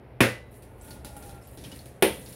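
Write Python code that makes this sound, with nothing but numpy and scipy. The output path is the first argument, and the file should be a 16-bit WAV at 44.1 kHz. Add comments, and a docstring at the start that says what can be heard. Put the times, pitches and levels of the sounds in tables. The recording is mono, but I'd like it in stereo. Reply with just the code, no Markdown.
"""A narrow, hard-walled kitchen, heard by a pair of microphones over a low room hum.
A cleaver strikes a hand-held coconut twice: noise bursts crack the shell, decaying sines ring nut and blade.
After the first blow coconut water dribbles into a steel pot: spatter and drops are short noise bursts,
bubbles are rising chirps, and the pot is a set of resonators driven by noise and drop strikes.
No distance is set; the balance of direct sound to room decay makes a source seem near or far."""
import sys
import numpy as np
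from scipy import signal
from scipy.fft import rfft, irfft, next_fast_len
from scipy.io import wavfile

SR = 44100
rng = np.random.default_rng(int(sys.argv[2]) if len(sys.argv) > 2 else 0)


def materialize(psi):
    """Save the field psi as 16-bit PCM at rate SR to the path in sys.argv[1].

    A 1-D psi becomes a single channel; in a 2-D psi each row is a channel.
    """
    bounded = np.clip(np.atleast_2d(psi).T, -1, 1)
    quanta = np.round(bounded * 32767).astype(np.int16)
    wavfile.write(sys.argv[1], SR, quanta)


N = 103635

# All levels are relative until their sources are mixed; colours are per third octave.
# kitchen reverberation: pitch_hz, t60_s, left_right_likeness (0-1), left_minus_right_db
ROOM = [(79.6, 0.38, 0.93, 2.5), (300, 0.23, 0.97, 0.5), (556, 0.34, 0.52, 2), (1120, 0.27, 0.07, 1),
        (2600, 0.31, 0, 5), (5030, 0.32, 0.02, 4.5), (9300, 0.3, 0, 7.5), (15000, 0.25, 0.2, 0)]
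# background hum: pitch_hz, level_db
HUM_COLOUR = [(20, -89), (35, -59), (50, -56), (63, -53), (85, -62), (125, -55), (160, -71), (200, -62.5),
              (260, -63), (450, -57), (750, -59.5), (1100, -67), (2200, -66.5), (3300, -76.5),
              (5000, -83.5), (7500, -98), (11000, -75.5), (16000, -89)]
# swell of the deep rumble: time_s, level_db
RUMBLE_SWELL = [(0, 2), (.5, 1), (.8, 4), (1.1, 3.5), (1.35, 2.5), (1.7, 1), (1.95, -4.5), (2.35, -5)]
# cleaver blows: start_s, level_db, crack_above_room_db, crack_time_constant_s
BLOWS = [(.2049, 1, -0.5, 0.0044), (2.0237, 1.5, 7.5, 0.0049)]
# colour of the cracking shell: pitch_hz, first_blow_db, second_blow_db
CRACK_COLOUR = [(35, -69, -66), (79, -40, -40.5), (125, -34, -51), (162, -42, -43.5), (256, -22, -38),
                (388, -26.5, -26.5), (625, -26, -29.5), (754, -30.5, -31), (1090, -26, -34.5),
                (1440, -22, -30.5), (2450, -19, -24.5), (3350, -27.5, -28.5), (4970, -31.5, -36),
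                (7570, -37, -43), (10130, -26.5, -25.5), (13500, -35, -33), (16200, -38, -36)]
# resonances of the hollow nut and, lowest, of the narrow room around it: pitch_hz
NUT_HZ = [118.5, 203, 229, 321, 383, 455, 508, 552, 830, 899, 1120, 1509, 1841, 2434, 2536]
# their decay: t60_s
NUT_T60_S = [0.27, 0.35, 0.22, 0.19, 0.16, 0.22, .33, 0.24, 0.11, 0.31, 0.094, 0.39, 0.32, 0.091, 0.13]
# their level, one row per blow: level_db
NUT_DB = [
    [-15.5, -30, -20, -16, -16, -31, -23.5, -24, -32, -35, -23.5, -30, -24, -18, -29],
    [-48, -30.5, -30, -17, -12.5, -21, -24, -25, -22, -29, -30, -47, -49, -28, -21],
]
# modes of the blade: pitch_hz
BLADE_HZ = [1997, 3900, 8834, 9028, 9677, 14050]
# their decay: t60_s
BLADE_T60_S = [.48, 1.13, 0.38, 0.25, .26, .25]
# their level, one row per blow: level_db
BLADE_DB = [
    [-25.5, -57.5, -43, -40, -40, -52],
    [-37.5, -62, -35, -32, -31, -44],
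]
# flow of the dribble: time_s, level_db
FLOW = [(0, -60), (.48, -24), (.51, -3), (.56, -7), (.61, -34.5), (.66, -21), (.79, -17), (.82, -1.5),
        (.92, -2), (1.03, -15), (1.08, -8), (1.25, -1.5), (1.45, -7), (1.54, -6), (1.65, -0.5), (1.8, -6.5),
        (1.92, -11), (2.0, -18.5), (2.12, 2), (2.27, 0), (2.35, 1.5)]
# colour of spatter in the pot: pitch_hz, level_db
SPATTER_COLOUR = [(250, -55), (600, -62.5), (1100, -73.5), (2200, -62), (4200, -67), (7000, -68),
                  (9800, -51), (12500, -58), (16000, -59)]
# centres of the droplet registers: pitch_hz
REGISTERS_HZ = [2000, 6000, 12000]
# big drops: start_s, splash_db, floor_tap_db, pot_ring_db
DROPS = [(0.6231, 2, -6, -30), (0.812, -6, -27, -11), (0.883, -4, -2, -6), (0.9074, 3.5, 6, -3.5),
         (1.047, 13, 10.5, 1.5), (1.166, 7.5, -16, 1), (1.225, 3, 2.5, -17), (1.2934, 2.5, 3, -3.5),
         (1.4715, -4, -6, -21), (1.5736, 3.5, 6.5, -22), (1.639, -1, 9, -33), (1.7163, 2.5, 8.5, -12),
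         (1.7599, 7, -9, -16), (1.7903, -14, 3.5, -28), (1.8572, 5, -0.5, -13), (2.261, 2, 8, -33),
         (2.327, -18, 6, -28)]
# colour of a drop tapping the pot floor: pitch_hz, level_db
TAP_COLOUR = [(300, -84), (700, -80), (1200, -80), (2200, -69), (4200, -54), (6500, -60), (10000, -68),
              (16000, -77)]
# air bubbles in the pooled water: start_s, pitch_hz, level_db, t60_s
BUBBLES = [(0.813, 8160, -33, .004), (.908, 4430, -35, 0.012), (1.166, 10740, -32.5, 0.012),
           (1.473, 13000, -37, .008), (1.639, 3470, -37, 0.0089), (1.643, 2500, -40, .008),
           (1.65, 3170, -36, 0.015), (1.663, 2820, -44, 0.018), (1.717, 2940, -41, 0.081),
           (1.792, 4320, -36, 0.011)]
# modes of the pot: pitch_hz, width_hz, level_db, fall_hz_per_s
POT_MODES = [(578, 21, -57, 9.88), (855, 23, -51.5, 160), (1422, 17.7, -57.5, 110)]
# stream drumming on the bare pot floor: time_s, level_db
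DRUMMING = [(0, -60), (.7, -14), (.79, -11), (.9, -6), (.97, -2.5), (1.02, -13), (1.07, 0), (1.14, -2),
            (1.2, 0.5), (1.35, -2), (1.44, -6.5), (1.5, -15), (2.35, -23)]

BANDS_HZ = 1000 * 2 ** (np.arange(-16, 13) / 3)  # third-octave centres
RING_SIZE = 24000  # samples in an impact or ring
ROOM_ONSET_S = 0.0011
MAINS_HZ, MAINS_DB, RUMBLE_TOP_HZ = 120, -52.5, 110
CRACK_PAN_DB, CRACK_RISE_S = 4, 0.00029  # full pan from 2000 Hz up; shortest rise of any impact
MODE_RISE_CYCLES = 0.31
DROPS_PER_S, DROP_SPREAD_DB = 130, 6.5  # small droplets
BUBBLE_RISE_PER_S, BUBBLE_ECHO = 0.48, 1  # share of pitch gained per s; echo rms over rms of the decaying chirp
FIZZ_PER_S, FIZZ_CYCLES = 140, 10  # bubbles; cycles per decay time constant
FIZZ_DB, FIZZ_SPREAD_DB = -34.5, 8.5  # levels lie one to three spreads below FIZZ_DB
FIZZ_LOW_HZ, FIZZ_HIGH_HZ = 4700, 14500
SPLASH_DB, DROP_CUT_DB = 0.5, 5.5  # splash lift; cut of splash and tap together
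POT_STRIKE_DB, POT_TUNED_S = 8.5, 0.99  # strike of a big drop; time when the modes have their listed pitch
LOW_CUT_HZ, TOP_HZ = 58, 15750  # range of the recorder


def undb(db):
    """Decibels to gain."""
    return 10 ** (np.asarray(db) / 20)


def at(table, hz, axis=1):
    """A column of a frequency table, read at hz on a logarithmic pitch scale."""
    table = np.array(table, float)
    return np.interp(np.log(hz), np.log(table[:, 0]), table[:, axis])


def curve(table):
    """Gain over time from (time_s, level_db) points."""
    return undb(np.interp(np.arange(N) / SR, *np.array(table, float).T))


def unit(x):
    """Scale to rms 1."""
    return x / np.sqrt(np.mean(x ** 2))


def pan(db):
    """Left and right gains for a level difference."""
    return undb(np.array([[db], [-db]]) / 2)


def fade(t, t60):
    """Exponential decay by 60 dB in t60 seconds."""
    return np.exp(-np.log(1000) * t / t60)


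def add(out, start, x):
    """Mix a sound in at its start time."""
    i = int(start * SR)
    out[:, i:i + x.shape[1]] += x[:, :N - i]


def band(hz, size):
    """A band of noise around hz, spread between left and right as the room spreads it."""
    bins_hz = np.maximum(np.arange(size // 2 + 1) * SR / size, 1)
    thirds_away = 3 * np.log2(bins_hz / hz)
    window = np.cos(np.pi / 2 * np.clip(thirds_away, -1, 1))
    mid, side = irfft(rfft(rng.standard_normal((2, size))) * window, size)
    like = np.clip(at(ROOM, hz, axis=2), -1, 1)
    # mid is common to both microphones, side is opposite in them
    stereo = np.sqrt(1 + like) * mid + np.sqrt(1 - like) * side * np.array([[1], [-1]])
    return unit(stereo) * pan(at(ROOM, hz, axis=3))


def hum():
    """Low rumble with its own swell, a mains tone and faint hiss, built from noise bands."""
    out = undb(MAINS_DB) * np.sin(2 * np.pi * MAINS_HZ * np.arange(N) / SR)
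    swell = curve(RUMBLE_SWELL)
    for hz in BANDS_HZ:
        noise = undb(at(HUM_COLOUR, hz)) * band(hz, next_fast_len(N))[:, :N]
        out = out + noise * (swell if hz < RUMBLE_TOP_HZ else 1)
    return out


def impact(colour_db, direct_db, direct_s):
    """A short burst followed by the decay of the room, band by band; the lows build up more slowly."""
    t, out = np.arange(RING_SIZE) / SR, 0
    for hz, db in zip(BANDS_HZ, colour_db):
        burst = undb(direct_db) * np.exp(-t / direct_s) * pan(CRACK_PAN_DB * min(hz / 2000, 1))
        tail = (1 - np.exp(-t / ROOM_ONSET_S)) * fade(t, at(ROOM, hz))
        rise = 1 - np.exp(-t / (CRACK_RISE_S + .5 / hz))
        shape = np.hypot(burst, tail) * rise
        # hold the band to the energy of its shape, whatever the noise draws
        out = out + undb(db) * unit(band(hz, RING_SIZE) * shape) * np.sqrt(np.mean(shape ** 2))
    return out


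def ring(modes_hz, t60s, levels_db):
    """Struck modes as decaying sines, out of step at the two microphones where the room is less alike."""
    t, out = np.arange(RING_SIZE) / SR, 0
    for hz, t60, db in zip(modes_hz, t60s, levels_db):
        apart = np.arccos(np.clip(at(ROOM, hz, axis=2), -1, 1))
        phase = apart * np.array([[.5], [-.5]]) + np.pi * rng.random()
        swell = 1 - np.exp(-(hz * t / MODE_RISE_CYCLES) ** 2)
        tone = np.sin(2 * np.pi * hz * t + phase) * swell * fade(t, t60)
        out = out + undb(db) * tone * pan(at(ROOM, hz, axis=3))
    return out


def cleaver():
    """Each blow cracks the shell and rings nut and blade, differently at each spot."""
    out = np.zeros((2, N))
    for k, (start, db, crack_db, crack_s) in enumerate(BLOWS):
        crack = impact(at(CRACK_COLOUR, BANDS_HZ, axis=k + 1), crack_db, crack_s)
        nut = ring(NUT_HZ, NUT_T60_S, NUT_DB[k])
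        blade = ring(BLADE_HZ, BLADE_T60_S, BLADE_DB[k])
        add(out, start, undb(db) * (crack + nut + blade))
    return out


def dribble():
    """Small droplets spatter at random, each size in its own register, as strongly as the water flows."""
    out, octaves = 0, np.log2(REGISTERS_HZ)
    for own in np.eye(len(octaves)):
        share = np.interp(np.log2(BANDS_HZ), octaves, own) + 1e-6  # keeps the logarithm finite
        colour_db = at(SPATTER_COLOUR, BANDS_HZ) + 10 * np.log10(share)
        landed = rng.random(N) < DROPS_PER_S / SR
        hits = landed * undb(DROP_SPREAD_DB * np.clip(rng.standard_normal(N), -2, 2))
        splash = impact(colour_db, direct_db=11.5, direct_s=.0012)
        # energy of one splash set so that the steady spatter has the table's level
        splash = splash / np.sqrt(np.sum(splash ** 2) / 2) * np.linalg.norm(undb(colour_db))
        drive = (unit(hits) * curve(FLOW))[None]
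        out = out + signal.fftconvolve(drive, splash, axes=1)[:, :N]
    return out


def bubble(hz, t60, size=12000):
    """A bubble chirps upward and echoes in pot and room."""
    t = np.arange(size) / SR
    chirp = np.sin(2 * np.pi * hz * t * (1 + BUBBLE_RISE_PER_S * t / 2)) * fade(t, t60)
    reflections = rng.standard_normal((2, size)) * fade(t, 0.3 * at(ROOM, hz))
    echo = signal.fftconvolve(chirp[None], reflections, axes=1)[:, :size]
    return (.5 * chirp + BUBBLE_ECHO * unit(echo) * chirp.std()) * pan(at(ROOM, hz, axis=3))


def fizz():
    """Tiny bubbles burst in the pool at random pitches, leaning high, as strong as the flow."""
    out, flow = np.zeros((2, N)), curve(FLOW)
    for when, pitch, size in rng.random((int(FIZZ_PER_S * N / SR), 3)):
        hz = FIZZ_LOW_HZ * (FIZZ_HIGH_HZ / FIZZ_LOW_HZ) ** np.sqrt(pitch)
        gain = flow[int(when * N)] * undb(FIZZ_DB + FIZZ_SPREAD_DB * (2 * size - 3))
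        t60 = np.log(1000) * FIZZ_CYCLES / hz
        add(out, when * N / SR, gain * bubble(hz, t60))
    return out


def drops():
    """Big drops splash and tap the pot floor as noise bursts; trapped air adds bubble chirps."""
    out = np.zeros((2, N))
    for start, splash_db, tap_db, _ in DROPS:
        splash = undb(at(SPATTER_COLOUR, BANDS_HZ) + SPLASH_DB + splash_db)
        tap = undb(at(TAP_COLOUR, BANDS_HZ) + tap_db)
        colour_db = 20 * np.log10(np.hypot(splash, tap)) - DROP_CUT_DB
        add(out, start, impact(colour_db, direct_db=11.5, direct_s=0.0012))
    for start, hz, db, t60 in BUBBLES:
        add(out, start, undb(db) * bubble(hz, t60))
    return out


def pot():
    """The stream and the big drops keep the steel pot's modes ringing; its notes sink as it fills."""
    t, out = np.arange(N) / SR, 0
    for hz, width, db, fall in POT_MODES:
        pole = np.exp(-np.pi * width / SR)
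        noise = rng.standard_normal((2, N)) + 1j * rng.standard_normal((2, N))
        push = noise * np.sqrt(1 - pole ** 2) * curve(DRUMMING)
        for start, _, _, ring_db in DROPS:
            strike = undb(POT_STRIKE_DB + ring_db) * np.exp(2j * np.pi * rng.random())
            push[:, int(start * SR)] += strike
        # resonate around zero pitch, then turn the result up to the sinking note
        ringing = signal.lfilter([1], [1, -pole], push)
        turn = np.exp(2j * np.pi * np.cumsum(hz - fall * (t - POT_TUNED_S)) / SR)
        out = out + undb(db) * np.real(ringing * turn)
    return out


def scene():
    """The room, the blows and the running water."""
    return hum() + cleaver() + dribble() + fizz() + drops() + pot()


def record(dry):
    """The recorder thins the deep bass, rounds the highest peaks and cuts the top."""
    low_cut = signal.butter(3, LOW_CUT_HZ, "high", fs=SR, output="sos")
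    thin = signal.sosfilt(low_cut, dry)
    held = .92 * thin / (1 + thin ** 6) ** (1 / 6)
    top_cut = signal.ellip(10, .2, 80, TOP_HZ, fs=SR, output="sos")
    return signal.sosfilt(top_cut, held)


dry = scene()
out = record(dry)
materialize(out)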